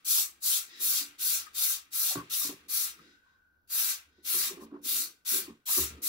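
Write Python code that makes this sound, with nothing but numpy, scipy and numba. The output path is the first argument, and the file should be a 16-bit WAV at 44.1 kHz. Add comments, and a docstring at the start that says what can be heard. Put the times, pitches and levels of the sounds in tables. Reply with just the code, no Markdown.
"""Trigger sprayer over plastic parts

A trigger bottle squirts foam onto plastic parts on a tiled floor: shaped noise hisses at each pull.
Landing spray is noise rung through resonances; the trigger creaks and a soft rustle comes and goes.
Knocks are decaying modes with a click and a rattle; a low shuffle is noise in the same modes.
Room air, a faint narrow whine and a deep rumble lie underneath.
"""
import sys
import numpy as np
from scipy import signal
from scipy.fft import rfft, irfft
from scipy.io import wavfile
from scipy.ndimage import uniform_filter1d, map_coordinates
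from numba import njit

SR = 44100
rng = np.random.default_rng(int(sys.argv[2]) if len(sys.argv) > 2 else 0)


def log_audio(samples):
    """Write samples as a 16-bit WAV file to the path given in sys.argv[1]."""
    # one column per channel
    frames = np.atleast_2d(samples).T
    # limit to full scale, then quantise
    limited = np.clip(frames, -1, 1)
    pcm = np.round(limited * 32767).astype(np.int16)
    wavfile.write(sys.argv[1], SR, pcm)


N = 268128  # samples

# trigger pulls, hiss and landing spray: open_s, seep_before_s, stroke_s, pressure_build_s, hiss_db,
# brightness_db, dribble_after_db, landing_db, drip_after_db, ringing_hz, ringing_after_hz, lift_5_9khz_db
PULLS = [(-.32, 0.0092, 0.12, 0.036, -14, 3, -83, -44, -75.5, 1280, 1280, -2),
         (0.053, 0.0086, 0.17, 0.051, -30, 4.5, -82, -53, -78.5, 1294, 1225, 5),
         (0.423, 0.021, 0.16, 0.029, -29, 0.5, -72, -53.5, -70.5, 1260, 1510, 2.5),
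         (0.799, 0.047, .21, 0.028, -30, 1.5, -80, -52.5, -67.5, 1193, 1610, 1),
         (1.194, 0.014, .18, 0.052, -29, 1, -84, -53.5, -70.5, 1421, 1420, 1.4),
         (1.551, 0.023, 0.18, 0.076, -28, 1.5, -106, -53, -76.5, 1288, 1293, 0.8),
         (1.926, 0.023, .2, 0.057, -30, 2, -93.5, -51, -64, 1324, 1240, 1.4),
         (2.298, 0.0032, 0.17, 0.027, -31, -0.5, -82, -54.5, -72.5, 1170, 1162, -0.1),
         (2.687, 0.0061, 0.17, 0.046, -30.5, 1, -77, -53, -73.5, 1324, 1365, 0.5),
         (3.703, 0.031, 0.22, 0.048, -31, 3.5, -94.5, -46.5, -84.5, 1465, 1535, 1.5),
         (4.252, 0.028, 0.22, 0.068, -30, 3, -88, -46.5, -74, 1380, 1150, 0.5),
         (4.84, 0.027, 0.19, 0.057, -30.5, 1.5, -85.5, -53, -97, 1397, 1448, 0.5),
         (5.256, 0.0089, 0.13, 0.031, -31.5, 2, -90, -44.5, -96, 1552, 1135, 2.5),
         (5.662, 0.0084, 0.17, 0.054, -31, 4.5, -90, -46.5, -70, 1300, 1430, 4),
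         (6.021, 0.0049, 0.23, 0.025, -32, 2, -62, -51, -74, 1136, 1190, 3)]
# mist spectrum: freq_hz, relative_density_db
JET_SPECTRUM = [(880, -29), (1500, -12.5), (1830, -28.5), (2040, -14.5), (2700, -12.5), (3350, -8),
                (3600, -4.5), (4640, -2), (5070, -4.5), (5830, -0.5), (7100, -5), (8000, -3.5), (8660, -6),
                (12000, -1.5), (15100, -3), (16000, -5.5)]
# late spits of mist: start_s, length_s, level_db
SPITS = [(4.59, .075, -57)]
# mist echoes off nearby floor and cups: mean_delay_s, left_db, right_db
ECHOES = [(.0011, -16.5, -13.5), (.0023, -21.5, -24), (.0041, -9, -9)]
# mist, left over right: freq_hz, difference_db
LEFT_TILT = [(1500, -1), (2800, 1.5), (4400, 2), (8100, 2), (15000, 3.5)]
# mist bands that flicker alone: centre_hz, width_hz, depth_db
PATCHES = [(2180, 390, -2.5), (3100, 1100, -1), (3580, 170, -4), (4680, 460, -1), (5700, 1200, -8),
           (7040, 920, -10.5)]
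# hollow-part resonances: centre_hz, width_hz, relative_db
HOLLOWS = [(1295, 180, -2), (1611, 30, 8), (2350, 1620, 3.5), (760, 620, -11)]
# trigger creaks: start_s, length_s, pitch_hz, level_db, tone_over_rub_db
SQUEAKS = [(0.163, 0.072, 896, -59, -9), (1.46, 0.03, 1286, -52, -8), (1.593, 0.11, 755, -63, 6),
           (1.995, 0.068, 690, -61.5, 2), (2.1, 0.098, 770, -49, -15), (2.158, 0.055, 663, -37, -3),
           (2.165, 0.061, 1095, -46, -14), (2.308, 0.016, 1329, -56, -4), (2.413, 0.015, 1170, -47.5, 0),
           (2.991, 0.014, 1286, -57, 2), (3.227, 0.21, 1068, -75.5, -3), (4.6, 0.039, 1048, -54, -19),
           (4.725, 0.068, 1018, -57, 0), (5.68, 0.033, 948, -46.5, 3), (5.704, 0.013, 900, -41, -2),
           (5.728, 0.018, 942, -49, -7), (5.699, 0.013, 1236, -54, 0), (5.772, 0.02, 1150, -46.5, -1)]
# soft rustle: start_s, length_s, level_db
RUSTLE = [(0.634, 0.28, -53.5), (2.918, 0.32, -67), (3.18, 0.25, -80.5), (4.068, 0.24, -75.5),
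          (4.698, 0.13, -90)]
# rustle resonances: centre_hz, width_hz, relative_db
RUSTLE_MODES = [(1930, 390, 5), (3440, 650, 0), (3900, 340, 8), (5020, 560, 3), (5800, 900, -8),
                (4360, 12000, -3.5)]
# knocks: start_s, thud_peak_db, pitch_hz, click_over_thud_db, boom_over_thud_db, rise_s, ring_t60_s
KNOCKS = [(0.18, -52, 406, 21, -25, 0.0051, 0.25), (0.803, -55, 344, 10, -34, 0.0021, 0.47),
          (1.004, -52, 270, -9, -26, 0.0069, 0.32), (2.156, -30.5, 293, 6.5, -6.5, 0.0019, 0.16),
          (2.184, -39, 286, 3.5, -5, 0.0017, 0.15), (2.223, -45, 287, 0, -30, 0.0018, 0.15),
          (2.447, -41.5, 290, 7, -18, 0.0021, 0.17), (2.49, -36, 290, -1.5, -39.5, 0.0022, 0.21),
          (2.522, -41, 280, -15, -15, 0.01, 0.089), (2.992, -57, 166.5, -17, -14, 0.0028, 0.16),
          (4.181, -54.5, 350, -8, -31, 0.0044, 0.12), (4.343, -42, 374, 4, -14.5, 0.0015, 0.2),
          (4.505, -40, 396, -7.5, -42, 0.0034, 0.26), (4.567, -44, 354, -4, -35, 0.0084, 0.38),
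          (4.597, -54, 298, -10, -23, 0.006, 0.27), (4.613, -43.5, 224, -15, -35, 0.0048, 0.36),
          (4.714, -36, 306, -4, -32, 0.01, 0.11), (4.736, -38, 306, -25, -41, 0.0055, 0.22),
          (4.853, -49.5, 246, -5, -23, 0.0076, 0.092), (5.311, -46, 239, -15, -21, 0.0091, 0.29),
          (5.332, -42, 380, -20, -29, 0.0062, 0.25), (5.353, -39.5, 390, -20, -26, 0.005, 0.21),
          (5.474, -39, 320, -22, -19, 0.0065, 0.1), (5.495, -40.5, 229, -22, -18, 0.0053, 0.16),
          (5.766, -36.5, 309.3, -13, -32, 0.0063, 0.23), (5.779, -33, 358, -22, -15, 0.003, 0.21),
          (5.831, -49.5, 399, -2, -3, 0.002, 0.24), (5.905, -46.5, 225, -8, -12.5, 0.0031, 0.21)]
# low modes shared by knocks and shuffle: centre_hz, width_hz, relative_db
BODY_MODES = [(163.8, 23, -2.5), (226.5, 85, 0), (288, 9.2, 3.5), (356.5, 23, 2.5), (386, 8.8, 1.5),
              (401.5, 120, 0), (515, 97, -7.5)]
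# loose plastic shaken by the blows: freq_hz, relative_density_db
RATTLE_SPECTRUM = [(150, -15.5), (300, 0.5), (550, -6.5), (800, -13.5), (1100, -1), (1600, -31.5),
                   (2600, -38.5), (5000, -74)]
# low shuffle through the floor: time_s, level_db, ringing_hz
SHUFFLE = [(0, -81.5, 272.6), (.22, -68, 341), (.51, -86, 300), (.83, -61.5, 324), (.93, -68, 308),
           (1.1, -73.5, 285), (1.52, -71.5, 334), (1.66, -87, 276), (2.0, -78.5, 309), (2.35, -69.5, 281.5),
           (2.86, -72, 312.5), (3.08, -66, 307), (3.2, -85, 265.4), (3.62, -92.5, 298.5), (3.8, -62, 330),
           (4.0, -82.5, 255), (4.3, -71, 306), (4.54, -52, 346), (4.62, -57, 268.6), (4.71, -63, 311),
           (4.93, -59.5, 265.4), (5.08, -64.5, 317), (5.3, -100, 325.5), (5.42, -55.5, 328),
           (5.55, -70.5, 281), (5.78, -106, 335), (5.94, -59, 270), (6.08, -57.5, 309)]
# room air spectrum: freq_hz, relative_density_db
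ROOM_SPECTRUM = [(25, -12), (75, -13), (150, -13.5), (300, -18), (700, -24), (1200, -21), (2200, -38.5),
                 (4000, -35), (6500, -38), (8700, -51), (11000, -34.5), (14500, -33.5)]
# narrow whine: time_s, level_db
WHINE = [(0, -79), (2.2, -81), (2.3, -70), (2.9, -83), (3.0, -69), (3.13, -67), (3.3, -69), (3.5, -70.5),
         (3.58, -74.5), (3.68, -79.5), (4.1, -75), (6.08, -82)]
# thin lines inside the whine: freq_hz, amplitude_db
WHINE_LINES = [(1438, -7), (1503, -1), (1553, -3)]
# deep rumble: time_s, level_db
RUMBLE = [(0.0, -105), (0.13, -81), (0.83, -80.5), (0.9, -68), (1.2, -83), (1.3, -64), (1.47, -76),
          (2.12, -79), (2.18, -59), (2.35, -81), (2.47, -71.5), (3.25, -85), (4.66, -73.5), (5.16, -89.5),
          (5.52, -70.5), (5.65, -100), (5.82, -47), (6.08, -68)]
# treble dip of the microphone port: centre_hz, width_hz, share_removed_db
PORT_DIP = (8580, 530, -6)

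CONTROL_STEP = 32  # samples between control values
KNEE_S, HISS_FALL_DB_PER_S, DRIBBLE_FADE_DB_PER_S = 0.013, 313.5, 48.5
SWELL_DB, SWELL_S, SAG_DB_PER_S, DULLEST_DB = 11, 0.052, 66, -4.5  # top band of the hiss
OPEN_DB = -16  # strength as the valve opens
SEEP_RISE_DB, SEEP_IN_S = 16, 0.003
SNAP_DB, SNAP_S = 9.5, 0.0074  # the valve's last jump
LAND_BUILD_S, LAND_FALL_DB_PER_S, DRIP_FADE_DB_PER_S = 0.05, 176.5, 45
SETTLED_S = 0.35  # dribble and drip reach their table levels this long after opening
LEFT_LAG_S, KNOCK_LAG_S = 0.00021, 0.00018
ROOM_T60_S, ROOM_DB, RATTLE_DB = 0.087, -79, -13
TOP_HZ = 15750


def undb(db):
    """Decibels to amplitude."""
    return 10 ** (np.asarray(db) / 20)


def level(x, db):
    """Scale to an RMS level."""
    return x * undb(db) / np.sqrt(np.mean(x ** 2))


def curves(rows):
    """Columns of (time_s, value, ..) rows, one value per sample."""
    time_s, *columns = np.transpose(rows)
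    return [np.interp(np.arange(N) / SR, time_s, column) for column in columns]


def smooth(control):
    """Interpolate a slow control to one value per sample."""
    return np.interp(np.arange(N), np.arange(0, N, CONTROL_STEP), control)


@njit
def svf(x, hz, width_hz):
    """State-variable band-pass with a moving centre, gain 1 there."""
    y, band, low = np.empty(len(x)), 0., 0.
    for i in range(len(x)):
        g, k = np.tan(np.pi * hz[i] / SR), width_hz / hz[i]
        v = (band + g * (x[i] - low)) / (1 + g * (g + k))
        band, low, y[i] = 2 * v - band, low + 2 * g * v, k * v
    return y


def ring(x, modes):
    """Both channels through parallel resonances of alternating polarity."""
    out = np.zeros((2, N))
    for k, (hz, width_hz, db) in enumerate(modes):
        centre_hz = np.full(N, 1. * hz)
        out += (-1) ** k * undb(db) * np.array([svf(c, centre_hz, 1. * width_hz) for c in x])
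    return out


def colour(x, points):
    """Shape the spectrum by (freq_hz, gain_db) points."""
    hz, db = np.transpose(points)
    log_hz = np.log(np.fft.rfftfreq(N, 1 / SR) + 1)
    return irfft(rfft(x) * undb(np.interp(log_hz, np.log(hz), db)), N)


def walk(rate_hz):
    """Random levels held 1 / rate_hz and slewed twice; spread 1."""
    k = int(SR / rate_hz)
    held = np.repeat(rng.standard_normal(N // k + 1), k)
    return level(uniform_filter1d(uniform_filter1d(held, k), k)[:N], 0)


def ports(alike):
    """Noise at two microphones: a shared part, late on the left, and a part of their own."""
    shared, alike = rng.standard_normal(N), np.clip(alike, 0, 1)
    both = np.array([np.roll(shared, int(LEFT_LAG_S * SR)), shared])
    return np.sqrt(alike) * both + np.sqrt(1 - alike) * rng.standard_normal((2, N))


def strokes(build_s, fall_db_per_s, after_db, fade_db_per_s):
    """Gain of every pull: seep, valve opens, pressure builds, drops at stroke end; a remnant fades."""
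    open_s, seep_s, stroke_s = np.transpose(PULLS)[:3, :, None]
    u_s = np.arange(0, N, CONTROL_STEP) / SR - open_s
    since_open_s = np.maximum(u_s, 0)
    before_s = np.minimum(u_s, 0)
    rise = 1 - (1 - undb(OPEN_DB)) * np.exp(-since_open_s / build_s)
    fall_db = -fall_db_per_s * KNEE_S * np.logaddexp(0, (u_s - stroke_s) / KNEE_S)
    seep_db = SEEP_RISE_DB * before_s / seep_s - SNAP_DB
    shut_db = np.maximum(seep_db, SNAP_DB * before_s / SNAP_S)
    seep_in = np.clip((u_s + seep_s) / SEEP_IN_S, 0, 1) ** 2
    shape = seep_in * rise * undb(shut_db + fall_db)
    remnant = undb(after_db - fade_db_per_s * np.maximum(u_s - SETTLED_S, -SETTLED_S))
    return since_open_s, shape + (u_s > stroke_s) * remnant


def echo(x, delay_s):
    """A copy about delay_s late; the path drifts as the bottle moves."""
    at = np.arange(N) - delay_s * SR * (1 + 0.12 * walk(2))
    return np.array([map_coordinates(c, [at], order=3) for c in x])


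def mist_noise():
    """Turbulent jet torn into droplets: spiky noise with echoes and bands that flicker alone."""
    spike_db = 2.5 * np.minimum(rng.exponential(size=N), 4)
    spikes = undb(spike_db * (rng.random(N) < .1))
    mist = ports(0.28) * spikes * undb(1.1 * walk(500))
    mist = mist + sum(undb([[left_db], [right_db]]) * echo(mist, s) for s, left_db, right_db in ECHOES)
    mist = level(colour(mist, JET_SPECTRUM), 0)
    left = colour(mist[0], [(hz, db / 2) for hz, db in LEFT_TILT])
    right = colour(mist[1], [(hz, -db / 2) for hz, db in LEFT_TILT])
    mist = np.array([left, right])
    return mist + sum(np.clip(walk(25), -2, 2) * ring(mist, [patch]) / 2 for patch in PATCHES)


def nozzle():
    """Mist gated by the pulls; the top band swells, then sags through each stroke."""
    build_s, hiss_db, bright_db, dribble_db = np.transpose(PULLS)[3:7, :, None]
    lift_db = np.transpose(PULLS)[-1, :, None]
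    u_s, shape = strokes(build_s, HISS_FALL_DB_PER_S, dribble_db - hiss_db, DRIBBLE_FADE_DB_PER_S)
    gain = undb(hiss_db) * shape
    swell_db = SWELL_DB * (1 - np.exp(-u_s / SWELL_S))
    bright_db = np.maximum(bright_db + swell_db - SAG_DB_PER_S * u_s, DULLEST_DB)
    t_s = np.arange(N) / SR
    late = sum(undb(db) * np.sin(np.pi * np.clip((t_s - start_s) / length_s, 0, 1)) ** 2
               for start_s, length_s, db in SPITS)
    mist = mist_noise()
    edge = colour(mist, [(3800, -38.5), (5200, -6.0), (8200, 6), (9500, -22.5)])
    top = colour(mist, [(8000, -27.5), (10000, 0.0)])
    hiss = (smooth(gain.sum(axis=0)) + late) * mist
    hiss = hiss + smooth((gain * (undb(lift_db) - 1)).sum(axis=0)) * edge
    return hiss + smooth((gain * (undb(bright_db) - 1)).sum(axis=0)) * top


def splash():
    """Drops patter into hollow resonances; one more resonance shifts in pitch during each pull."""
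    land_db, drip_db, early_hz, late_hz = np.transpose(PULLS)[7:11]
    after_db = (drip_db - land_db)[:, None]
    gain = undb(land_db) @ strokes(LAND_BUILD_S, LAND_FALL_DB_PER_S, after_db, DRIP_FADE_DB_PER_S)[1]
    pitch_rows = []
    for pull, early, late in zip(PULLS, early_hz, late_hz):
        pitch_rows += [(pull[0] + 0.17, early), (pull[0] + 0.22, late)]
    hz = curves(pitch_rows)[0]
    drops = ports(0.18) * undb(1.54 * walk(150))
    nearest = np.array([svf(svf(c, hz, 280.8), hz, 280.8) for c in drops])
    return level(ring(drops, HOLLOWS) + undb(2.5) * nearest, 0.76) * smooth(gain)


def squeaks():
    """Short rings as the lever rubs: narrow noise mixed with a wavering sine."""
    hz, gain, clear, t_s = np.full(N, 1000.), np.zeros(N), np.zeros(N), np.arange(N) / SR
    for start_s, length_s, pitch_hz, db, clear_db in SQUEAKS:
        on = (t_s > start_s) & (t_s < start_s + length_s)
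        hz[t_s > start_s] = pitch_hz
        gain[on] = undb(db) * np.sin(np.pi * ((t_s[on] - start_s) / length_s) ** 0.58)
        clear[on] = undb(clear_db)
    noise = ports(0.28) * undb(1.7 * walk(80))
    main = np.array([svf(svf(c, hz, 170.0), hz, 170.0) for c in noise])
    upper = np.array([svf(svf(c, 1.33 * hz, 400.0), hz, 700.0) for c in noise])
    rub = level(main + undb(-9.0) * upper, 0)
    tone = np.sqrt(2) * np.sin(2 * np.pi * np.cumsum(hz * (1 + 0.019 * walk(60))) / SR)
    tone = np.array([np.roll(tone, int(KNOCK_LAG_S * SR)), tone])
    return gain * (rub + clear * tone) / np.sqrt(1 + clear ** 2) * undb([[0.8], [-0.8]])


def rustle():
    """Soft noise in a few resonances, swelling and fading."""
    t_s = np.arange(N) / SR
    gain = sum(undb(db) * np.sin(np.pi * np.clip((t_s - start_s) / length_s, 0, 1) ** 0.94) ** 2
               for start_s, length_s, db in RUSTLE)
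    # each mode filters its own noise twice
    air = sum(ring(ring(ports(0.28), [mode]), [(*mode[:2], 0)]) for mode in RUSTLE_MODES)
    return level(colour(air, [(6200, -1), (7500, -8), (8700, -15.5)]), 0) * gain * undb([[1.5], [-1.5]])


def knocks():
    """Each blow shakes the low modes, loudest near its pitch, with a click, panel boom and rattle."""
    out, shaken, t_s = np.zeros(N), np.zeros(N), np.arange(int(.4 * SR)) / SR
    turn = 2 * np.pi * t_s
    phases = 2 * np.pi * rng.random((len(KNOCKS), len(BODY_MODES)))
    for (start_s, db, hz, click_db, boom_db, rise_s, t60_s), phase in zip(KNOCKS, phases):
        swing = (1 - np.exp(-(t_s / rise_s) ** 2)) * undb(-60 * t_s / t60_s)
        thud = swing * sum(undb(mode_db - 21.0 * abs(np.log2(f / hz))) * np.sin(f * turn + p)
                           for (f, _, mode_db), p in zip(BODY_MODES, phase))
        # the whole panel flexes
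        boom = np.sin(165 * turn) + 0.92 * np.sin(122 * turn)
        boom = boom * (1 - np.exp(-(t_s / 0.011) ** 2)) * undb(boom_db - 60 * t_s / (1.7 * t60_s))
        click = np.sin(1100 * turn) + 0.4 * np.sin(650 * turn) + 0.6 * np.sin(1380 * turn)
        click = click * np.exp(-t_s / 0.0021) * (1 - np.exp(-t_s / (0.35 * rise_s)))
        blow = undb(db) * (thud / np.max(abs(thud)) + boom + undb(click_db) * click)
        i = int(start_s * SR)
        out[i:i + len(t_s)] += blow[:N - i]
        shaken[i:i + len(t_s)] += (undb(db) * swing)[:N - i]
    loose = colour(ports(0.63) * undb(2.3 * walk(120)), RATTLE_SPECTRUM)
    rattle = shaken * level(loose, RATTLE_DB)
    return rattle + np.array([np.roll(out, int(KNOCK_LAG_S * SR)), out]) * undb([[-1.0], [1.0]])


def shuffle():
    """Uneven rubbing that excites the low modes, one gliding mode on top."""
    db, hz = curves(SHUFFLE)
    noise = ports(0.99) * undb(1.5 * walk(37))
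    gliding = np.array([svf(c, hz, 26.0) for c in noise])
    rub = ring(noise, BODY_MODES) + undb(8.0) * gliding
    return level(rub, 0) * undb(db + np.array([[-1.0], [1.0]]))


def whine():
    """Narrow noise band near 1510 Hz with thin, slightly wavering lines."""
    hz = np.full(N, 1510.)
    band = np.array([svf(svf(c, hz, 150.), hz, 150.) for c in ports(0.099)]) * undb([[1.5], [-1.5]])
    turns = np.cumsum(1 + 0.0038 * walk(12)) / SR + rng.random((len(WHINE_LINES), 2, 1))
    lines = sum(undb(db + 2.5 * walk(8.6)) * np.sin(2 * np.pi * f * turn)
                for (f, db), turn in zip(WHINE_LINES, turns))
    return level(level(band, 0) + lines, 0) * undb(curves(WHINE)[0])


def rumble():
    """Noise peaking near 72 Hz, its level wavering."""
    deep = colour(ports(0.93), [(20, -51.0), (50, -23.5), (72, 5.0), (100, -12.0), (170, -65.5)])
    return level(deep, 0) * undb(curves(RUMBLE)[0])


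def room_air():
    """Steady shaped noise, partly shared by the channels."""
    return level(colour(ports(0.57), ROOM_SPECTRUM), ROOM_DB)


def reverb(x):
    """Tiled walls send back a short diffuse tail: decaying noise of unit energy."""
    t_s = np.arange(int(.4 * SR)) / SR
    tail = rng.standard_normal((2, len(t_s))) * undb(-60 * t_s / ROOM_T60_S)
    tail = tail / np.sqrt(np.sum(tail ** 2, axis=1, keepdims=True))
    return undb(-1.5) * signal.fftconvolve(x, tail, axes=1)[:, :N]


def scene():
    """Spray layers with their reverb, plus blows, shuffle and background."""
    spray = nozzle() + splash() + squeaks() + rustle()
    return spray + reverb(spray) + knocks() + shuffle() + whine() + rumble() + room_air()


def record(dry):
    """The microphone port has a narrow treble dip; a steep low-pass cuts the top."""
    low_pass = signal.ellip(14, .2, 80, TOP_HZ, fs=SR, output="sos")
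    return signal.sosfilt(low_pass, dry - ring(dry, [PORT_DIP]))


dry = scene()
out = record(dry)
log_audio(out)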